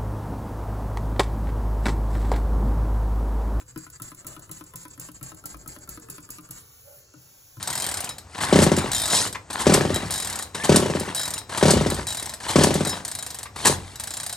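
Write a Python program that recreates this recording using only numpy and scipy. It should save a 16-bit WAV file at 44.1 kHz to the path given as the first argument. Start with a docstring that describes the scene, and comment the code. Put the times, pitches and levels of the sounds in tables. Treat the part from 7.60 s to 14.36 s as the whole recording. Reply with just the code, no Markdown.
"""A small two-stroke engine, clamped to a garage bench, is pulled over six times and does not catch.
Each stroke releases compressed air through the muffler as a puff; the puffs slow as the engine coasts.
Friction makes the starter cord hiss, rasp and squeak as it is drawn out, and it snaps taut with a crackle.
As it winds back, the pawls tick by impact, the pulley rattles and the steel of the recoil rings in its
natural modes. The bench thuds, the handle clacks, and the garage adds echoes and reverberation."""
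import sys
import numpy as np
from scipy import signal
from scipy.fft import rfft, irfft, next_fast_len
from scipy.io import wavfile
from scipy.ndimage import uniform_filter1d

SR = 44100
rng = np.random.default_rng(int(sys.argv[2]) if len(sys.argv) > 2 else 0)


def unload_audio(sound):
    """Save the sound as a 16-bit wav file, at the path given as the first command line argument."""
    columns = np.transpose(np.atleast_2d(sound))
    # keep every value between -1 and 1, then stretch to whole-number steps
    steps = np.round(np.clip(columns, -1, 1) * 32767)
    wavfile.write(sys.argv[1], SR, steps.astype(np.int16))


N = 298116

# natural modes of the recoil's steel: (frequency [Hz], level [dB], time to fall 60 dB [s])
STEEL_MODES = [(3175, -6, 0.23), (3644, -8, 0.14), (3905, 7, 0.18), (5157, -1, 0.24), (7013, -1, 0.18)]
# response of the pulley and its plastic housing: (frequency [Hz], level [dB])
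HOUSING_SPECTRUM = [(50, -10.5), (100, 1), (250, -1), (450, -3), (650, -3.5), (1000, 1.5), (1350, -5),
                    (1700, -2.5), (2500, -10), (4000, -9.5), (8000, -34)]
# the engine turning over, one row a pull: (first puff time [s], strokes [count], first rate [1/s],
# top rate [1/s], clutch drag per stroke [1/s^2], first puff level [dB], coasting level [dB])
ENGINE_TURNS = [(.9261, 8, 31.92, 31.9, 364, 5.8, 1), (2.0673, 10, 35.33, 38.9, 271.3, 5.5, -4.5),
                (3.0932, 11, 37.52, 41.46, 255.6, 5, -5), (4.0267, 10, 36.06, 38.84, 269.5, 5, -2.5),
                (4.9572, 9, 35.58, 37.95, 301.7, 5, -3), (6.055, 3, 50.8, 45.9, 270, -15, 1)]
# the cord drawn out, one row a pull: (tug time [s], level [dB], rasp time [s], level [dB], length [s],
# snap time [s], level [dB], length [s], time of rest [s], pulley level [dB], hiss level [dB])
CORD_PULLS = [(.778, -36, .804, -26, .045, 1.014, -19.5, .028, 1.29, -33, -38),
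              (1.901, -31, 1.989, -26, .031, 2.137, -10.5, .0074, 2.48, -35.5, -39),
              (2.946, -27.5, 3.035, -23.5, .021, 3.159, -10.5, .0055, 3.51, -37, -40),
              (3.893, -34.5, 3.974, -24, .0076, 4.103, -13.5, .011, 4.41, -36, -37.5),
              (4.801, -37.5, 4.881, -25, .03, 5.034, -13, .006, 5.37, -36, -37),
              (5.959, -33, 6.0487, -14, .013, 6.066, -13.5, .014, 6.12, -39, -37)]
# the cord winding back: (start [s], change of pace [s], end [s], tick rate at each of the three [1/s],
# early tick level [dB], late tick level [dB], pulley level [dB], hiss level [dB])
CORD_REWINDS = [(.0744, .229, .5, 34.6, 47.6, 17.3, -15.5, -19.5, -38, -43),
                (1.3165, 1.525, 1.57, 65.7, 39.7, 14.6, -15, -16, -40, -46),
                (2.5072, 2.572, 2.84, 67.2, 46.7, 25.8, -17.5, -20.5, -40, -39),
                (3.548, 3.648, 3.79, 69.6, 44.9, 18.3, -18, -19, -42, -49),
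                (4.4692, 4.549, 4.75, 60.4, 42.2, 19, -19, -22, -44, -44),
                (5.4498, 5.478, 5.84, 39.1, 28.6, 22.6, -20, -23.5, -48, -48),
                (6.3983, 6.524, 6.75, 24.6, 32, 31.4, -21, -19.3, -49, -46)]


def amp(db):
    """Amplitude ratio of a level in decibels."""
    return 10 ** (np.asarray(db) / 20)


def unit_rms(x):
    """Normalisation to an rms of 1."""
    return x / np.sqrt(np.mean(x ** 2) + 1e-20)


def curve_at(points, hz):
    """Interpolation of (frequency, value) points over log frequency."""
    f, value = np.transpose(points)
    return np.interp(np.log(hz + 1), np.log(f + 1), value)


def add(mix, s, sound):
    """Superposition of a sound on the mix at time s."""
    part = mix[max(round(s * SR), 0):][:len(sound)]
    part += sound[:len(part)]


def coloured(x, spectrum, size=4096):
    """Minimum-phase filtering, of unit energy, with the given spectral shape."""
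    log_gain = np.log(amp(curve_at(spectrum, abs(np.fft.fftfreq(size, 1 / SR)))))
    response = np.exp(np.conj(signal.hilbert(log_gain)))
    taps = np.fft.ifft(response).real[:size // 2]
    return signal.oaconvolve(x, taps / np.linalg.norm(taps))[:N]


def gritty(grit_db, size):
    """Random amplitude modulation breaks noise into grains about size samples long."""
    noise = rng.standard_normal(N)
    grains = unit_rms(uniform_filter1d(rng.standard_normal(N), size))
    return unit_rms(noise * amp(grit_db * grains))


def envelope(start, end, rise_s, fall_s):
    """Exponential growth up to start, a hold until end, then exponential decay."""
    first, last = np.clip([round((start - 10 * rise_s) * SR), round((end + 10 * fall_s) * SR)], 0, N)
    t = np.arange(first, last) / SR
    shape = np.exp(-np.maximum(start - t, 0) / rise_s - np.maximum(t - end, 0) / fall_s)
    return np.pad(shape, (first, N - last))


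def room_air(db=-48):
    """Steady random noise, strongest in the bass, is the garage's noise floor."""
    # spectrum of the still garage: (frequency [Hz], level [dB])
    air_spectrum = [(25, -42), (55, 2.5), (90, 9.5), (150, -4), (360, -9), (850, -9.5), (1600, -14),
                    (3400, -24.5), (8500, -18.5), (11000, -49), (15000, -78)]
    return amp(db) * coloured(rng.standard_normal(N), air_spectrum)


def cord_friction(rise_s=.016, fall_s=.04, take_up_s=.03, coast_s=.025, yank_after_s=.07):
    """Friction follows motion: envelopes of pulley rub and cord hiss, surging at each yank."""
    # slack cord sliding through the eyelet: (start [s], end [s], pulley level [dB], hiss level [dB])
    slack_slides = [(.01, .06, -41, -42), (.76, .8, -41, -42), (6.15, 6.34, -48, -47)]
    # the cord zipping home after the second rewind: (time [s], pulley level [dB], hiss level [dB])
    zip_home = [(1.42, -44, -48), (1.498, -31, -30), (1.546, -25, -17), (1.594, -29.5, -20.5),
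                (1.67, -35, -29.5), (1.72, -55, -54)]
    motions = []
    for (tug, *_, rest, rub_db, hiss_db), (first_puff, *_) in zip(CORD_PULLS, ENGINE_TURNS):
        yank = first_puff + yank_after_s
        surge = 1 + amp([[5.5], [10]]) * envelope(yank, yank, rise_s=.05, fall_s=.04)  # rub, hiss
        drawing = envelope(tug + take_up_s, rest, rise_s, fall_s)
        motions.append(amp([[rub_db], [hiss_db]]) * surge * drawing)
    for start, _, end, *_, rub_db, hiss_db in CORD_REWINDS:
        motions.append(amp([[rub_db], [hiss_db]]) * envelope(start, end - coast_s, rise_s, fall_s))
    for start, end, rub_db, hiss_db in slack_slides:
        motions.append(amp([[rub_db], [hiss_db]]) * envelope(start, end, rise_s=.035, fall_s=fall_s))
    times, *levels = np.transpose(zip_home)
    zipping = amp([np.interp(np.arange(N) / SR, times, db) for db in levels])
    motions.append(zipping * envelope(times[0], times[-1], rise_s, fall_s))
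    return np.max(motions, axis=0)


def scraping(low_hz, high_hz, per_s, cycles, size_db, count=60):
    """Stick-slip friction as a Poisson process: each slip is a damped tone that glides a little."""
    out = np.zeros(N)
    for hz in np.geomspace(low_hz, high_hz, count) * rng.uniform(1.0, 1.02, count):
        age = np.arange(0, 4, hz / cycles / SR)  # in units of cycles / hz seconds
        turns = cycles * age * (1 + rng.uniform(-.042, .033) * age)
        slip = np.sqrt(hz) * (1 - np.exp(-6 * age)) * np.exp(-2 * age) * np.sin(2 * np.pi * turns)
        times = rng.uniform(0, N / SR, rng.poisson(per_s / count * N / SR))
        for s, strength in zip(times, np.minimum(rng.exponential(size=500), 2)):
            add(out, s, amp(size_db * strength) * slip)
    return unit_rms(out)


def cord(scrape_db=-4.5, hiss_db=-2, fibre_db=-8):
    """Sliding friction: the pulley rattles on its post and the cord's fibres hiss through the eyelet."""
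    # spectrum of the sliding cord: (frequency [Hz], level [dB])
    hiss_spectrum = [(500, -20), (2000, -21), (4000, 2.5), (5800, -1.5), (8500, 3.5), (9800, 6.5),
                     (10700, -25), (12500, -6), (13700, -79), (16000, -55)]
    rub, hiss = cord_friction()
    pulley = coloured(rub * gritty(5.6, size=220), HOUSING_SPECTRUM)
    pulley += amp(scrape_db) * rub * scraping(642.6, 3214, per_s=320, cycles=16, size_db=5)
    fibres = amp(hiss_db) * coloured(hiss * gritty(1.9, size=120), hiss_spectrum)
    fibres += amp(fibre_db) * hiss * scraping(2702, 9180, per_s=400, cycles=40.5, size_db=11)
    return pulley + fibres


def ticks(first_extra_db=2, scatter_db=.6):
    """Ratchet action: a pawl drops once per tooth, at the hand's pace. Yields (time [s], level [dB])."""
    for start, turn, end, *rates, early_db, late_db, _, _ in CORD_REWINDS:
        t = np.arange(start, end, 1 / SR)
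        teeth = np.cumsum(np.interp(t, [start, turn, end], rates)) / SR
        for s in np.interp(np.arange(teeth[-1]), teeth, t):
            db = np.interp(s, [start, end], [early_db, late_db]) + first_extra_db * (s == start)
            yield s, db + scatter_db * rng.standard_normal()


def pawls(db=-6.3, decay_s=.0064, steel_db=-29.5, ping_db=-10, bounce_db=-6.5, housing_db=-14):
    """Impact excitation: each pawl drops, bounces once, knocks the housing and rings the steel."""
    # single pawls dropping as the pulley stops or reverses: (time [s], level [dB])
    single_drops = [(.0277, -18.5), (.5828, -26), (1.166, -16), (1.1844, -17.5), (1.6733, -20.5),
                    (1.7274, -23.5), (1.93, -20.5), (2.3436, -16), (2.3598, -16), (3.398, -19),
                    (4.3017, -17.5), (4.344, -21.5), (5.1407, -15), (5.2502, -16.5), (5.2717, -16.5),
                    (5.2943, -16), (6.357, -26.5)]
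    # spectrum of a pawl's impact: (frequency [Hz], level [dB])
    tick_spectrum = [(150, -40.5), (600, 2.5), (1000, -4), (1700, 1.5), (2600, -5.5), (4300, 4.5),
                     (6000, 1), (7500, 2.5), (9300, 7.5), (10500, -9), (12500, 1.5), (14000, -31),
                     (16000, -14)]
    t = np.arange(SR // 6) / SR
    brief = t[:SR // 20]
    chatter, ring = np.zeros((2, N))
    for s, tick_db in [*ticks(), *single_drops]:
        ping = np.sin(2 * np.pi * rng.uniform(6800, 9700, size=(3, 1)) * brief).sum(axis=0)
        bounce_s = .005 * rng.uniform(.6, 1.6)
        for late, blow_db in ((0, 0), (bounce_s, bounce_db)):
            blow = rng.standard_normal(len(brief)) + amp(ping_db) * ping
            add(chatter, s + late, amp(db + tick_db + blow_db) * np.exp(-brief / decay_s) * blow)
        for hz, mode_db, t60 in STEEL_MODES:
            strength = amp(steel_db + tick_db + mode_db + 6 * rng.uniform(-1.04, 1))
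            add(ring, s, strength * amp(-60 * t / t60) * np.sin(2 * np.pi * (hz * t + rng.random())))
    return coloured(chatter, tick_spectrum) + amp(housing_db) * coloured(chatter, HOUSING_SPECTRUM) + ring


def clinks(rise_s=.003, decay_s=.02):
    """Resonance: a coil drags over an edge and briefly sustains one mode of the steel."""
    # single modes ringing out: (time [s], frequency [Hz], level [dB], length [s])
    held_modes = [(.104, 3200, -42, .04), (.152, 5150, -37, .025), (.221, 3170, -36, 0.025),
                  (1.345, 3630, -33.5, 0.11), (1.351, 3190, -41, 0.059), (1.365, 5160, -35, .06),
                  (3.741, 7010, -35, 0.016)]
    t = np.arange(SR // 3) / SR
    out = np.zeros(N)
    for s, hz, db, length in held_modes:
        held = (1 - np.exp(-t / rise_s)) * np.exp(-np.maximum(t - length, 0) / decay_s)
        add(out, s, amp(db) * held * np.sin(2 * np.pi * hz * t))
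    return out


def recoil_spring(db=-5.7, waver_db=4.5, wander_hz=13, rise_s=.005, ring_s=.028):
    """Frictional excitation: coils slide on each other and drive all the steel's modes unevenly."""
    # the coils slipping: (time [s], level [dB], length [s])
    coil_slips = [(.14, -46, .1), (.491, -39, .02), (1.175, -37, .04), (1.345, -30, .025), (1.43, -35, .06),
                  (1.5, -29.5, .075), (2.335, -35, .035), (2.53, -39, .1), (2.946, -38, .01),
                  (3.568, -30, .027), (3.62, -39, .035), (4.3, -41, .02), (4.478, -33, .025),
                  (4.57, -43, .03), (5.265, -32, .055), (5.59, -44, .02), (6.5, -48, .25)]
    t = np.arange(N) / SR
    knots = np.arange(0, N / SR + .1, .018)  # level and pitch take a new course every 18 ms
    modes = np.zeros(N)
    for hz, mode_db, _ in STEEL_MODES:
        swell, wander = (np.interp(t, knots, row) for row in rng.standard_normal((2, len(knots))))
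        phase = 2 * np.pi * np.cumsum(hz + wander_hz * wander) / SR
        modes += amp(mode_db + waver_db * swell) * np.sin(phase)
    return modes * sum(amp(db + slip_db) * envelope(s + rise_s, s + length, rise_s, ring_s)
                       for s, slip_db, length in coil_slips)


def snaps(db=-1, rise_share=.16, decay_s=.0089):
    """Impulsive tension: the cord bites into its coils with a crackle that knocks the housing."""
    # spectrum of the crackle: (frequency [Hz], level [dB])
    snap_spectrum = [(200, -18), (900, -3), (2500, -8.5), (4300, 1), (6000, -1.5), (8800, 6), (9800, 3),
                     (10700, -9.5), (12500, -7), (13700, -51), (16000, -35)]
    t = np.arange(SR // 8) / SR
    crackle, knock = np.zeros((2, N))
    for tug, tug_db, rasp, rasp_db, rasp_s, taut, taut_db, taut_s, *_ in CORD_PULLS:
        # three jerks a pull: (time [s], level [dB], length [s], relative knock level [dB])
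        jerks = [(tug, tug_db, .007, 1.5), (rasp, rasp_db, rasp_s, -1), (taut, taut_db, taut_s, -11)]
        for s, jerk_db, length, knock_db in jerks:
            rise = 1 - np.exp(-t / (rise_share * length))
            strain = amp(db + jerk_db) * rise * np.exp(-np.maximum(t - length, 0) / decay_s)
            add(crackle, s, strain)
            add(knock, s, amp(knock_db) * strain)
    return (coloured(crackle * gritty(2.6, size=30), snap_spectrum)
            + coloured(knock * gritty(1.4, size=30), HOUSING_SPECTRUM))


def rasps(db=-10, rise_s=.008, fall_s=.012):
    """Stick-slip under load: the cord's coils scrape over each other as it takes the strain."""
    strain = sum(amp(db + rasp_db) * envelope(s + rise_s, s + length, rise_s, fall_s)
                 for _, _, s, rasp_db, length, *_ in CORD_PULLS)
    return strain * scraping(2900, 4700, per_s=350, cycles=26, size_db=4, count=16)


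def strokes(free_per_s=19.32, free_loss_per_s=2.28, settle_strokes=2, stall_db_per_rate=2.4):
    """Inertia against drag: the engine spins, slows and stalls. Yields (time [s], level [dB]) of puffs."""
    for s, count, rate, top_rate, drag, first_db, coast_db in ENGINE_TURNS:
        yield s, first_db
        for k in range(1, round(count)):
            s += 1 / rate
            db = coast_db + (first_db - coast_db) * np.exp(-k / settle_strokes)
            yield s, db - stall_db_per_rate * max(free_per_s - rate, 0)
            if k == 1:
                rate = top_rate
            elif rate > free_per_s + free_loss_per_s:  # the clutch drains kinetic energy
                loss = drag * (.3 if k == 2 else 1)  # less while the arm ends its pull
                rate = np.sqrt(max(rate ** 2 - loss, free_per_s ** 2))
            else:  # running free of the clutch
                rate = max(rate - free_loss_per_s, 10)


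def muffler(db=-5, start_hz=850, end_hz=140, fall_s=.002, decay_s=.0057, gas_db=-20, gas_s=.014):
    """Sudden release of compressed air: a thump whose pitch falls with the pressure, and a rush of gas."""
    # spectrum of the escaping gas: (frequency [Hz], level [dB])
    gas_spectrum = [(80, -3), (200, 8.5), (600, -7.5), (900, -2.5), (1400, -6), (2200, -9.5), (4000, -10.5),
                    (9000, -13), (14000, -35.5)]
    t = np.arange(SR // 10) / SR
    turns = end_hz * t + (start_hz - end_hz) * fall_s * (1 - np.exp(-t / fall_s))
    port_opening = 1 - np.exp(-t / .00083)
    thumps, flow = np.zeros((2, N))
    for s, puff_db in strokes():
        detune = 1 + .034 * rng.uniform(-.68, 1)  # no two charges are quite alike
        thump = -np.sin(2 * np.pi * turns * detune)
        add(thumps, s, amp(db + puff_db) * thump * port_opening * np.exp(-t / decay_s))
        add(flow, s, amp(gas_db + 1.17 * puff_db) * port_opening * np.exp(-t / gas_s))
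    return thumps + flow * coloured(gritty(3.4, size=20), gas_spectrum)


def boom(x, db=-25):
    """Standing waves: the garage's low modes ring on after each puff."""
    # room modes: (frequency [Hz], level [dB], time to fall 60 dB [s])
    room_modes = [(54.3, -55, .4), (88.5, -20.5, 0.55), (149, -41, 0.1), (363, -58, 0.6),
                  (613.7, -21.5, 0.12)]
    t = np.arange(SR) / SR
    waves = sum(amp(db + mode_db - 60 * t / t60) * np.sin(2 * np.pi * hz * t)
                for hz, mode_db, t60 in room_modes)
    return signal.oaconvolve(x, waves)[:N]


def echoes(x, bench_s=.0053, wall_s=.0231):
    """Early reflections: bench and wall each return a delayed, weaker copy."""
    from_bench, from_wall = (np.pad(x, (round(s * SR), 0))[:N] for s in (bench_s, wall_s))
    return .49 * from_bench - .23 * from_wall


def bench(db=-2, decay_s=.02):
    """Damped vibration: the heavy bench answers a jerk with a dull shudder."""
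    # the bench rocking under the engine: (time [s], level [dB])
    thuds = [(1.184, -23), (2.326, -20.5), (2.45, -28), (4.15, -16), (6.088, -22.5)]
    # response of the bench: (frequency [Hz], level [dB])
    bench_spectrum = [(25, -36), (50, 4), (90, 1.5), (160, 0.5), (300, -17), (800, -41), (3000, -56)]
    t = np.arange(SR // 4) / SR
    push = np.zeros(N)
    for s, thud_db in thuds:
        add(push, s, amp(db + thud_db) * np.exp(-t / decay_s) * rng.standard_normal(len(t)))
    return coloured(push, bench_spectrum)


def handle(rise_s=.002, hold_s=.01, decay_s=.008):
    """Damped impact: the plastic handle comes home against the housing with a hollow clack."""
    # the handle striking: (time [s], level [dB])
    strikes = [(1.749, -28), (5.857, -36)]
    # spectrum of the clack: (frequency [Hz], level [dB])
    clack_spectrum = [(150, -16), (700, -12), (1150, 2), (1500, -7), (2100, 0), (3000, -14), (8000, -22),
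                      (14000, -45)]
    blows = sum(amp(db) * envelope(s, s + hold_s, rise_s, decay_s) for s, db in strikes)
    return coloured(blows * gritty(1.5, size=30), clack_spectrum)


def squeaks(waver=.015):
    """Periodic stick-slip of the cord in its eyelet gives a brief rising note."""
    # one contour a squeak, each of points: (time [s], frequency [Hz], level [dB])
    contours = [
        [(2.985, 1590, -41), (3.005, 1700, -32), (3.02, 1800, -32), (3.04, 1840, -46)],
        [(3.925, 1627, -35), (3.94, 1635, -34), (3.955, 1800, -40), (3.975, 1730, -50)],
    ]
    out = np.zeros(N)
    for contour in contours:
        s, hz, db = np.transpose(contour)
        t = np.arange(s[0], s[-1], 1 / SR)
        jitter = unit_rms(uniform_filter1d(rng.standard_normal(len(t)), size=60))
        pitch = np.interp(t, s, hz) * (1 + waver * jitter)
        add(out, s[0], amp(np.interp(t, s, db)) * np.sin(2 * np.pi * np.cumsum(pitch) / SR))
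    return out


def garage(x, mono_hz=900, build_s=.0096):
    """Diffuse reverberation: each band decays at its own rate, and the bass is alike in both ears."""
    # reverberation of the garage: (frequency [Hz], time to fall 60 dB [s])
    decay_times = [(80, 1), (170, 0.48), (400, 0.41), (1500, 0.16), (5000, 0.2), (9000, 0.13),
                   (15000, 0.32)]
    hz, t, (mid, side) = signal.stft(rng.standard_normal((2, SR)), SR, nperseg=512)
    width = (hz / np.hypot(hz, mono_hz))[:, None]
    field = np.array([mid + width * side, mid - width * side]) / np.hypot(1, width)
    decay = amp(-60 * t / curve_at(decay_times, hz)[:, None])
    tail = signal.istft(field * decay, SR, nperseg=512)[1]
    tail *= 1 - np.exp(-(np.arange(tail.shape[1]) / SR / build_s) ** 2)
    return signal.fftconvolve(x[None], tail / np.linalg.norm(tail[0]), axes=1)[:, :N]


def microphone_pair(x):
    """Level and phase differences between two microphones place the sound in stereo."""
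    # level difference: (frequency [Hz], left minus right [dB])
    level_difference = [(60, 1), (110, 2), (200, 0.5), (380, 1.0), (700, 4.5), (1290, 3.5), (2380, 3.5),
                        (4400, 2.5), (8120, 1), (15000, -1)]
    # phase difference: (frequency [Hz], lead of the left [rad])
    phase_lead = [(100, 0), (700, 0.51), (1800, 0.84), (2800, 0.99), (4200, 0.66), (6500, 0.66),
                  (8200, 0.83), (9500, 2.08), (12000, 0.81), (15000, 4.1)]
    size = next_fast_len(N + SR // 10)
    hz = np.fft.rfftfreq(size, 1 / SR)
    left = amp(curve_at(level_difference, hz) / 2) * np.exp(.5j * curve_at(phase_lead, hz))
    return irfft(rfft(x, size) * np.array([left, 1 / left]), size)[:, :N]


def scene():
    """Superposition of engine, starter and room air with the garage's reflections."""
    puffs = muffler()
    exhaust = puffs + echoes(puffs) + boom(puffs)
    starter = pawls() + snaps() + cord() + rasps() + squeaks() + handle() + bench()
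    air = room_air()
    near = microphone_pair(exhaust + starter + recoil_spring() + clinks() + air)
    return near + amp(-11) * garage(puffs) + amp(-6.5) * garage(starter)


def record(dry, low_hz=44, high_hz=16300):
    """Band limiting and soft saturation: deep bass is shed, peaks are rounded, the top treble is cut."""
    x = signal.sosfilt(signal.butter(4, low_hz, "highpass", fs=SR, output="sos"), dry)
    rounded = .97 * x / (1 + x ** 6) ** (1 / 6)
    lowpass = signal.firwin(511, high_hz, window=("kaiser", 9), fs=SR)
    return signal.oaconvolve(rounded, lowpass[None], "same")


dry = scene()
out = record(dry)
unload_audio(out)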